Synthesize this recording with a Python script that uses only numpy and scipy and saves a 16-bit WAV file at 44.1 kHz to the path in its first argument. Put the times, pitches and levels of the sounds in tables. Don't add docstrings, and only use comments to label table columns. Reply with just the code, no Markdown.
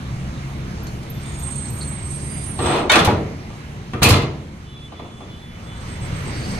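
import sys
import numpy as np
from scipy import signal
from scipy.fft import rfft, irfft, next_fast_len
from scipy.io import wavfile

SR = 44100
rng = np.random.default_rng(int(sys.argv[2]) if len(sys.argv) > 2 else 0)


def dump_mix(stems):
    frames = np.atleast_2d(stems).T
    limited = np.clip(frames, -1, 1)
    pcm = np.round(limited * 32767).astype(np.int16)
    wavfile.write(sys.argv[1], SR, pcm)


N = 290616
TIME = np.arange(N) / SR

# start in seconds, relative level in dB.
KNOCKS = [(3.50, -33.5), (3.534, -38), (4.92, -30.5), (4.994, -29), (5.046, -36), (5.204, -31.5),
          (5.252, -41)]

SCRAPE_S, SCRAPE_LENGTH_S, SCRAPE_ATTACK_S, SCRAPE_RELEASE_S = 2.565, 0.27, 0.11, 0.075
FADING, FADES_PER_S = 0.6, 100


def from_db(db):
    return 10 ** (np.asarray(db) / 20)


def rms_one(x):
    return x / np.sqrt(np.mean(x ** 2) + 1e-20)


def swell(rows):
    rows = np.array(rows)
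    return from_db(np.interp(TIME, rows[:, 0], rows[:, -1], left=-200, right=-200))


def held(s, length_s, attack_s, release_s, size=N):
    t = TIME[:size]
    rise = (t - s) / attack_s
    fall = (s + length_s - t) / release_s
    return np.clip(np.minimum(rise, fall), 0, 1)


def at_hz(points, hz):
    points = np.array(points)
    return np.interp(np.log(hz), np.log(points[:, 0]), points[:, 1])


def drift(rate, size=N):
    knots = rng.standard_normal(size // 16)
    position = TIME[:size] * min(rate, 2000)
    return rms_one(np.interp(position, np.arange(len(knots)), knots))


def add(out, s, sound):
    start = round(s * SR)
    out[..., start:start + sound.shape[-1]] += sound[..., :N - start]


def band_pass(order, band_hz):
    return signal.butter(order, band_hz, "band", fs=SR, output="sos")


def noise_bands(size):
    # frequency in Hz, left-right correlation from -1 to 1.
    likeness = [(60, 0.98), (200, 1), (380, 0.88), (700, 0.61), (1300, 0.12), (2500, 0.31), (5000, -0.59),
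                (15000, 0.46)]
    edges = np.geomspace(20, 17000, 25)
    white = rng.standard_normal((2, 2, size + 8000))
    for k, (low, high) in enumerate(zip(edges, edges[1:])):
        filtered = signal.sosfilt(band_pass(2, [low, high]), white[k % 2])
        mid, side = filtered[:, -size:]
        hz = np.sqrt(low * high)
        alike = np.clip(at_hz(likeness, hz), -1, 1)
        yield hz, np.sqrt(1 + alike) * mid + np.sqrt(1 - alike) * side * [[1], [-1]]


def tone(hz, rough, wander_rate, size=N):
    phase = 2 * np.pi * np.cumsum(hz + np.zeros(size)) / SR + rough * drift(wander_rate, size)
    direct = (1 + FADING * drift(FADES_PER_S, size)) * np.sin(phase)
    echo = FADING * drift(FADES_PER_S, size) * np.cos(phase)
    return rms_one(direct + echo)


def engine(unsteady=0.0129):
    # time in seconds, base frequency in Hz, level in dB.
    idle = [(0, 32.96, -29), (1.5, 34.58, -32.5), (2.1, 35.39, -30), (4.7, 35.74, -39), (6.59, 36.2, -51)]
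    # multiple of the base frequency, relative level in dB.
    multiples = [(2, 0), (3, -13), (4, 2), (5, -10), (6, -4.5), (8, -13), (10, -11)]
    base_hz = np.interp(TIME, *np.transpose(idle)[:2])
    turns = np.cumsum(base_hz * (1 + unsteady * drift(13))) / SR
    harmonics = sum(from_db(db + 1.5 * drift(16)) * np.sin(2 * np.pi * (k * turns + rng.random()))
                    for k, db in multiples)
    return swell(idle) * rms_one(harmonics)


def yard(rumble_db=15.5, air_db=9.0, patchy_db=1.5):
    # time in seconds, level in dB to which each layer's own gain is added.
    background = [(0, -45), (2.6, -44.5), (3.8, -48), (4.7, -52.5), (5.5, -50.5), (6.05, -41.5), (6.6, -38)]
    # frequency in Hz, relative level in dB per Hz.
    rumble_shape = [(20, -4), (38, -8.5), (52, -4), (70, -1), (130, -0.5), (195, -5), (255, -12),
                    (330, -16), (500, -35.5)]
    air_shape = [(250, -37), (400, 1.5), (700, -0.5), (1100, -0.5), (1600, -3.5), (2400, 0), (3300, -14),
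                 (4400, 4), (5500, -34.5), (6500, -17), (7800, -17), (10500, -16), (12500, -18.5),
                 (15500, -24)]
    rumble, air = 0, 0
    for hz, band in noise_bands(N):
        band = band * from_db(patchy_db * drift(14))
        rumble = rumble + band * from_db(at_hz(rumble_shape, hz)) * (hz < rumble_shape[-1][0])
        air = air + band * from_db(at_hz(air_shape, hz))
    return swell(background) * (from_db(rumble_db) * rms_one(rumble) + from_db(air_db) * rms_one(air))


def hinge(song_db=-3.5, squeak_db=-6.0, squeak_rise_s=0.00089, grit_db=-23.0, uneven_db=2):
    # time in seconds, frequency in Hz, relative level in dB.
    squeal = [(1.46, 8300, -55), (1.52, 8130, -35), (1.66, 8210, -32), (1.80, 8186, -33.5),
              (1.88, 8100, -29.5), (1.97, 8170, -32.5), (2.1, 8350, -26.5), (2.24, 8460, -29.5),
              (2.32, 8467, -28), (2.55, 8430, -34.5), (2.62, 8330, -23.5), (2.68, 8180, -25),
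              (2.87, 8260, -50)]
    # start in seconds, length in seconds, top frequency in Hz, sag at the ends in Hz,
    # relative level in dB, roughness in radians.
    side_notes = [(1.05, 0.56, 3540, 24, -48.5, 0.25), (1.192, 0.55, 8520, 70, -32.5, 0.9),
                  (1.202, 0.56, 6770, 50, -47.5, 1), (1.727, .22, 6770, 22, -48.5, 1),
                  (1.366, 0.34, 8470, 24, -27, 1.1), (1.658, 0.39, 8580, 60, -32.5, 1.3),
                  (1.80, .2, 8870, 20, -39, .8), (2.05, 0.24, 8870, 20, -39, .8),
                  (2.034, 0.65, 9590, 100, -31, .9), (2.19, 0.33, 4810, 26, -46, 0.7),
                  (2.176, .42, 11200, 80, -51, .9), (2.256, .26, 9040, 50, -42, 0.7),
                  (2.46, .18, 8880, 40, -38, .9)]
    # start in seconds, frequency in Hz, relative level in dB, 60 dB decay time in seconds.
    squeak_rows = [(.37, 3750, -35, .08), (.832, 12700, -32, 0.18), (0.866, 4280, -32.5, 0.12),
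                   (1.1, 12670, -14, 0.054), (1.39, 12700, -25, .13), (1.49, 12800, -34, .08),
                   (1.535, 4320, -37, 0.2), (1.655, 4230, -35, 0.22), (1.70, 12700, -28, 0.39),
                   (1.807, 4300, -27, 0.2), (1.878, 12700, -33, .1)]
    wavers_per_s, squeal_rough = 130, 1.0
    attack_s, release_s = 0.054, 0.11
    tail_db, tail_t60_s = -22, 0.94

    t = TIME[:SR]
    rubbing = swell(squeal)
    song = rubbing * tone(np.interp(TIME, *np.transpose(squeal)[:2]), squeal_rough, wavers_per_s)
    for s, length_s, hz, sag_hz, db, rough in side_notes:
        gain = from_db(db + uneven_db * drift(12.9, SR)) * held(0, length_s, attack_s, release_s, SR)
        off_centre = np.clip(2 * t / length_s - 1, -1, 1)
        add(song, s, gain * tone(hz - sag_hz * off_centre ** 2, rough, wavers_per_s, SR))
        add(rubbing, s, gain)

    hiss = signal.sosfilt(band_pass(2, [6500, 11000]), rng.standard_normal((2, N)))
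    grit = rubbing * rms_one(hiss * from_db(2 * drift(84)))

    squeaks = np.zeros(N)
    for s, hz, db, t60 in squeak_rows:
        dying = from_db(-60 * t / t60) + from_db(tail_db - 60 * t / tail_t60_s)
        onset = 1 - np.exp(-t / squeak_rise_s)
        add(squeaks, s, from_db(db) * dying * onset * tone(hz, rough=1.2, wander_rate=470, size=SR))
    return from_db(song_db) * song + from_db(grit_db) * grit + from_db(squeak_db) * squeaks


def ticks(t60_s=0.092):
    # start in seconds, relative level in dB.
    cracks = [(.868, -32.5), (1.03, -39), (1.668, -37), (1.682, -32), (1.81, -40), (1.83, -37), (2.2, -39),
              (2.44, -45), (2.595, -38), (2.642, -33), (2.664, -28)]
    out, t = np.zeros((2, N)), TIME[:SR // 5]
    bright = band_pass(2, [2200, 9900])
    for s, db in cracks:
        burst = rng.standard_normal((2, len(t))) * from_db(db - 60 * t / t60_s)
        add(out, s, signal.sosfilt(bright, burst))
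    return out


def coloured(force, levels_db):
    borders_hz = [176, 480, 1247, 2050, 4630, 10000]
    middle = [(pair, "band") for pair in zip(borders_hz, borders_hz[1:])]
    shapes = [(borders_hz[0], "low"), *middle, (borders_hz[-1], "high")]
    out = 0
    for db, (hz, kind) in zip(levels_db, shapes):
        register = signal.butter(3, hz, kind, fs=SR, output="sos")
        out = out + from_db(db) * signal.sosfilt(register, force + 1e-18)
    return out


def scrape_force(slip_rate=5000, rasp_db=-19.8, rub_db=-21.5):
    rasp_colour = [-13, -2.5, 2, 0.5, -5, -4.5, -16]
    slipping = rng.random((2, SR)) < slip_rate / SR
    slips = slipping * rng.choice([-1, 1], (2, SR)) / np.sqrt(slip_rate / 20)
    pressure = held(0, SCRAPE_LENGTH_S, SCRAPE_ATTACK_S, SCRAPE_RELEASE_S, SR)
    rasp = coloured(slips[0] * pressure, rasp_colour)
    rub = signal.sosfilt(band_pass(2, [290, 610]), slips[1]) * held(0, 0.34, 0.044, 0.04, SR)
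    out = np.zeros(N)
    add(out, SCRAPE_S, from_db(rasp_db) * rasp)
    add(out, 2.55, from_db(rub_db) * rub)
    return out


def judder(lag_s=0.025, rough=0.86):
    # multiple of the groan's frequency, level in dB.
    multiples = [(1, -24), (2, -32.5)]
    start_hz, sag_hz_per_s = 359, 94.6
    hz = start_hz - sag_hz_per_s * np.clip(TIME - SCRAPE_S, 0, SCRAPE_LENGTH_S)
    pressure = held(SCRAPE_S + lag_s, SCRAPE_LENGTH_S, SCRAPE_ATTACK_S, SCRAPE_RELEASE_S)
    return pressure * sum(from_db(db) * tone(k * hz, rough, wander_rate=110) for k, db in multiples)


def contacts():
    # start in seconds, relative level in dB, chatter decay in seconds, weight in dB, hardness in dB.
    blow_rows = [(2.589, -20.5, 0.0046, 3.5, -9), (2.657, -21, 0.0025, -1, -1.5),
                 (2.894, -15, .004, -10, -5), (2.898, -10, 0.031, -23, -2),
                 (2.916, -10.5, 0.0053, -15, 6.5), (2.937, -11, 0.0085, -8, -3),
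                 (2.955, -5.5, 0.007, -10.5, -0.5), (2.988, -14.5, 0.018, -5, 2),
                 (3.047, -22, 0.0018, 0, 12), (3.073, -10.5, 0.0022, 0.5, -27), (3.097, -26, 0.027, 5, -6),
                 (3.135, -34, 0.013, 2, -19), (3.933, -23.5, 0.0051, 5.5, -9), (4.017, -16, 0.0044, 5, -7),
                 (4.022, -10.5, 0.0058, -2, -0.5), (4.029, -15.5, 0.012, -4, 20),
                 (4.056, -10.5, 0.015, 4.5, 3), (4.087, -19.5, 0.011, 10.5, 16.5),
                 (4.104, -10.5, 0.0067, 2, 7), (4.135, -18, 0.0072, -10, 0), (4.163, -28, 0.0084, 12.5, 6),
                 (4.218, -31, 0.0076, -7, 3)]
    knock_colour, knock_chatter_s = np.array([-13, -0.5, -2.5, -19, -15, -20, -24]), 0.0016
    rows = []
    for s, db, chatter_s, weight, hard in blow_rows:
        thump = db - 4 + weight
        body = db + 1.5 + 0.62 * weight
        clang = db
        ring = db + 0.5 - 0.21 * weight
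        clash = db - 2.5 + 0.6 * hard
        sizzle = db + hard
        spit = db - 9.5 + 1.52 * hard
        rows.append((s, chatter_s, thump, body, clang, ring, clash, sizzle, spit))
    return rows + [(s, knock_chatter_s, *(db + knock_colour)) for s, db in KNOCKS]


def blow_force(blows, chatter_rate=1500, first_touch=3.3):
    out, t = np.zeros(N), TIME[:SR // 5]
    for s, chatter_s, *levels_db in blows:
        touching = rng.random(len(t)) < chatter_rate / SR
        taps = touching * rng.standard_normal(len(t)) * np.exp(-t / chatter_s)
        taps[0] = first_touch
        add(out, s, coloured(taps / np.linalg.norm(taps), levels_db))
    return out


def ringing(modes, rise_s=0.002):
    t = TIME[:SR]
    rings = 0
    for hz, db, t60 in modes:
        ear_phase = min(hz / 1500, 1) * rng.uniform(-1.6, 1.45, (2, 1))
        rings = rings + from_db(db - 60 * t / t60) * np.sin(2 * np.pi * hz * t + ear_phase)
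    return (1 - np.exp(-t / rise_s)) * rings


def sheet_response(modes_db=-4.5, spread_s=0.00084, crack=1.7, crack_s=0.011):
    # frequency in Hz, relative level in dB per Hz.
    crowd_shape = [(30, -9), (90, 6), (180, -6.5), (320, -2), (420, -9), (720, -5), (1000, -7), (1400, -7),
                   (1750, -15), (2400, -14), (3000, -6.5), (3900, -12.5), (5500, -30), (11000, -22),
                   (15500, -25)]
    # frequency in Hz, 60 dB decay time in seconds.
    crowd_t60 = [(60, 0.58), (150, 0.85), (400, 0.77), (1000, 0.47), (2500, 0.43), (4000, 0.37),
                 (5500, 0.24), (10000, 0.25), (15000, 0.068)]
    # frequency in Hz, relative level in dB, 60 dB decay time in seconds.
    strong_modes = [(90.7, -9, 1), (140.5, -7.5, 0.81), (228, -18.5, 0.22), (322, -17, 0.71),
                    (474.3, -13, 0.52), (601, -12, 0.41), (698, -18, 0.43), (846, -11, 0.19),
                    (974, -23, 0.25), (1012, -13, 0.68), (1193, -17, 0.36), (1340, -28, 0.6),
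                    (1550, -18, 0.33), (2107, -20, 0.47), (2210, -23, 0.4), (2420, -11, .25),
                    (2450, -6, 0.17), (2570, -10, 0.17), (3460, -6, 0.31)]
    t = TIME[:SR]
    crowd = 0
    for hz, band in noise_bands(SR):
        decay = from_db(at_hz(crowd_shape, hz) - 60 * t / at_hz(crowd_t60, hz))
        edge_crack = 1 + crack * min(hz / 4000, 1) * np.exp(-t / crack_s)
        crowd = crowd + band * decay * edge_crack
    crowd = crowd / np.std(crowd[:, :SR // 20])
    spreading = 1 - np.exp(-t / spread_s)
    return spreading * (crowd + from_db(modes_db) * ringing(strong_modes))


def hood(count=3):
    # frequency in Hz, relative level in dB, 60 dB decay time in seconds.
    rim_strikes = [(2.897, -2), (2.921, -14), (2.957, -15)]
    rim_modes = [(882, -2.5, 0.066), (1480, -3, 0.1), (1870, -22, 0.25), (2180, -5, 0.079),
                 (2245, 1.5, 0.067), (3050, -5, 0.11), (3630, -0.5, 0.05), (3690, 0, 0.073),
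                 (4350, -7, 0.08)]
    seat_strikes = [(3.074, -12.5)]
    seat_modes = [(839, 2.5, 0.16), (955, -3, 0.27), (1340, -12, 0.36), (1470, -11.5, 0.28),
                  (2280, -13, .27), (2530, -13, 0.21)]
    catch_strikes = [(2.934, -11), (4.048, -10), (4.215, -35)]
    catch_modes = [(2435, 1, 0.19), (2579, 4, 0.15), (2745, -4, 0.092), (3550, 2.5, 0.079),
                   (4310, -3, 0.13)]
    flexes = [(3.01, -28), (3.076, -25), (4.022, -33), (4.113, -12.5), (4.165, -21)]
    flex_modes = [(48, -6, 0.09), (92.3, 8, 0.35), (106.8, 7, 0.23), (142.4, 2, 0.34)]
    knock_modes = [(540, -11, 0.072), (667, -4.5, 0.11), (835, -6, 0.075), (1014, -9, .07),
                   (1185, -10, .07)]
    # start in seconds, frequency in Hz, level in dB, 60 dB decay time in seconds.
    pops = [(2.961, 332, -8.5, 0.2), (2.976, 247, -10, 0.17), (3.003, 162, -16.5, 0.38),
            (3.052, 526, -20, 0.16), (3.076, 207, -11, .2), (3.936, 303, -27, 0.24),
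            (3.933, 222, -18, 0.13), (4.02, 137, -10.5, 0.36), (4.056, 227, -8, 0.17),
            (4.095, 520, -12, .12), (4.104, 330.6, -20, 0.43)]

    out = np.zeros((2, N))
    for spot in range(count):
        force = blow_force(contacts()[spot::count]) + scrape_force()
        out += signal.oaconvolve(force[None], sheet_response(), axes=1)[:, :N]
    struck_parts = ((rim_strikes, rim_modes), (seat_strikes, seat_modes), (catch_strikes, catch_modes),
                    (flexes, flex_modes), (KNOCKS, knock_modes))
    for strikes, modes in struck_parts:
        for s, db in strikes:
            add(out, s, from_db(db) * ringing(modes))
    for s, *mode in pops:
        add(out, s, ringing([mode]))
    return out


def far_squeal():
    # time in seconds, level in dB.
    upper_level = [(4.63, -73), (4.69, -44), (4.862, -41.5), (4.896, -63), (4.95, -52), (5.0, -42),
                   (5.05, -50), (5.346, -45), (5.40, -47.5), (5.52, -49), (5.625, -62), (5.698, -43),
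                   (5.83, -58), (5.99, -49.5), (6.2, -62)]
    # frequency in Hz, level in dB relative to that of the upper tones.
    upper_tones = [(3448, 0.5), (3887, -17), (9560, -23), (9900, -24)]
    # time in seconds, level in dB.
    lower_level = [(4.64, -68), (4.675, -50), (4.725, -51), (4.76, -69), (4.86, -59), (4.89, -53),
                   (4.96, -57), (5.03, -67), (5.14, -54), (5.25, -59), (5.34, -47), (5.42, -61),
                   (5.56, -55), (5.66, -60), (5.74, -49), (5.8, -58), (5.87, -51), (6.05, -55)]
    lower_hz = 3026
    stutter_s, stutter_length_s, stutter_per_s, stutter_depth = 5.0, 0.42, 15.5, 0.7

    stutter_phase = np.pi * stutter_per_s * (TIME - stutter_s) + 0.6 * drift(12)
    stuttering = (TIME > stutter_s) * (TIME < stutter_s + stutter_length_s)
    upper = swell(upper_level) * (1 - stutter_depth * np.sin(stutter_phase) ** 4 * stuttering)
    voices = [(hz, from_db(db) * upper) for hz, db in upper_tones] + [(lower_hz, swell(lower_level))]
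    out = 0
    for hz, gain in voices:
        wander = 0.4 * drift(60) + 0.6 * np.array([drift(25), drift(25)])
        flutter = np.abs(1 + 0.2 * drift(40))
        out = out + gain * flutter * np.sqrt(2) * np.sin(2 * np.pi * hz * TIME + wander)
    return out


def chirps(length_s=0.039):
    # time of the peak in seconds, frequency in Hz, level in dB.
    rows = [(5.679, 8300, -53), (5.80, 8300, -48), (5.925, 8330, -43), (6.054, 8280, -42),
            (6.163, 8300, -41), (6.285, 8200, -41.5), (6.405, 8350, -40), (6.529, 8220, -38.5)]
    beats = sum(from_db(db) * np.exp(-((TIME - s) / length_s) ** 2) for s, hz, db in rows)
    return beats * tone(np.interp(TIME, *np.transpose(rows)[:2]), rough=1.4, wander_rate=560)


def twitter(start_s=6.29, length_s=0.38, fade_s=0.062, hz=4600, level_db=-41):
    rasp = tone(hz, rough=1.7, wander_rate=700)
    return from_db(level_db) * held(start_s, length_s, fade_s, fade_s) * rasp


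def scene(ear_lag_s=0.00037, shade_depth=0.52):
    left, right = engine() + yard()
    shaded_band = signal.sosfilt(band_pass(1, [1140, 3200]), left)
    left = left - shade_depth * shaded_band
    right = np.interp(TIME - ear_lag_s, TIME, right)
    surroundings = np.array([left, right])
    panels = hinge() + ticks() + judder() + hood()
    return surroundings + panels + far_squeal() + chirps() + twitter()


def record(dry, ceiling=0.85, cutoff_hz=15600):
    # frequency in Hz, gain in dB.
    ports = [
        [(1000, -1.5), (1900, -1.05), (5000, -5), (6400, 6), (7500, -3.5), (8200, -12.5), (8700, -18),
         (9400, -29), (10200, -22), (11200, -33), (13000, -17), (15500, -22)],
        [(1000, -1.5), (1900, -1.65), (5000, -3.5), (6000, -6), (6900, -9), (7800, -1), (8500, 0), (11000, -5),
         (13000, -7.5), (15500, -12)],
    ]
    size = next_fast_len(N + 4096)
    hz = np.maximum(np.fft.rfftfreq(size, 1 / SR), 1)
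    rounded = ceiling * np.tanh(dry / ceiling)
    port_gain = from_db([at_hz(port, hz) for port in ports])
    heard = irfft(rfft(rounded, size) * port_gain, size)[:, :N]
    return signal.sosfilt(signal.ellip(10, 0.1, 80, cutoff_hz, fs=SR, output="sos"), heard)


dry = scene()
out = record(dry)
dump_mix(out)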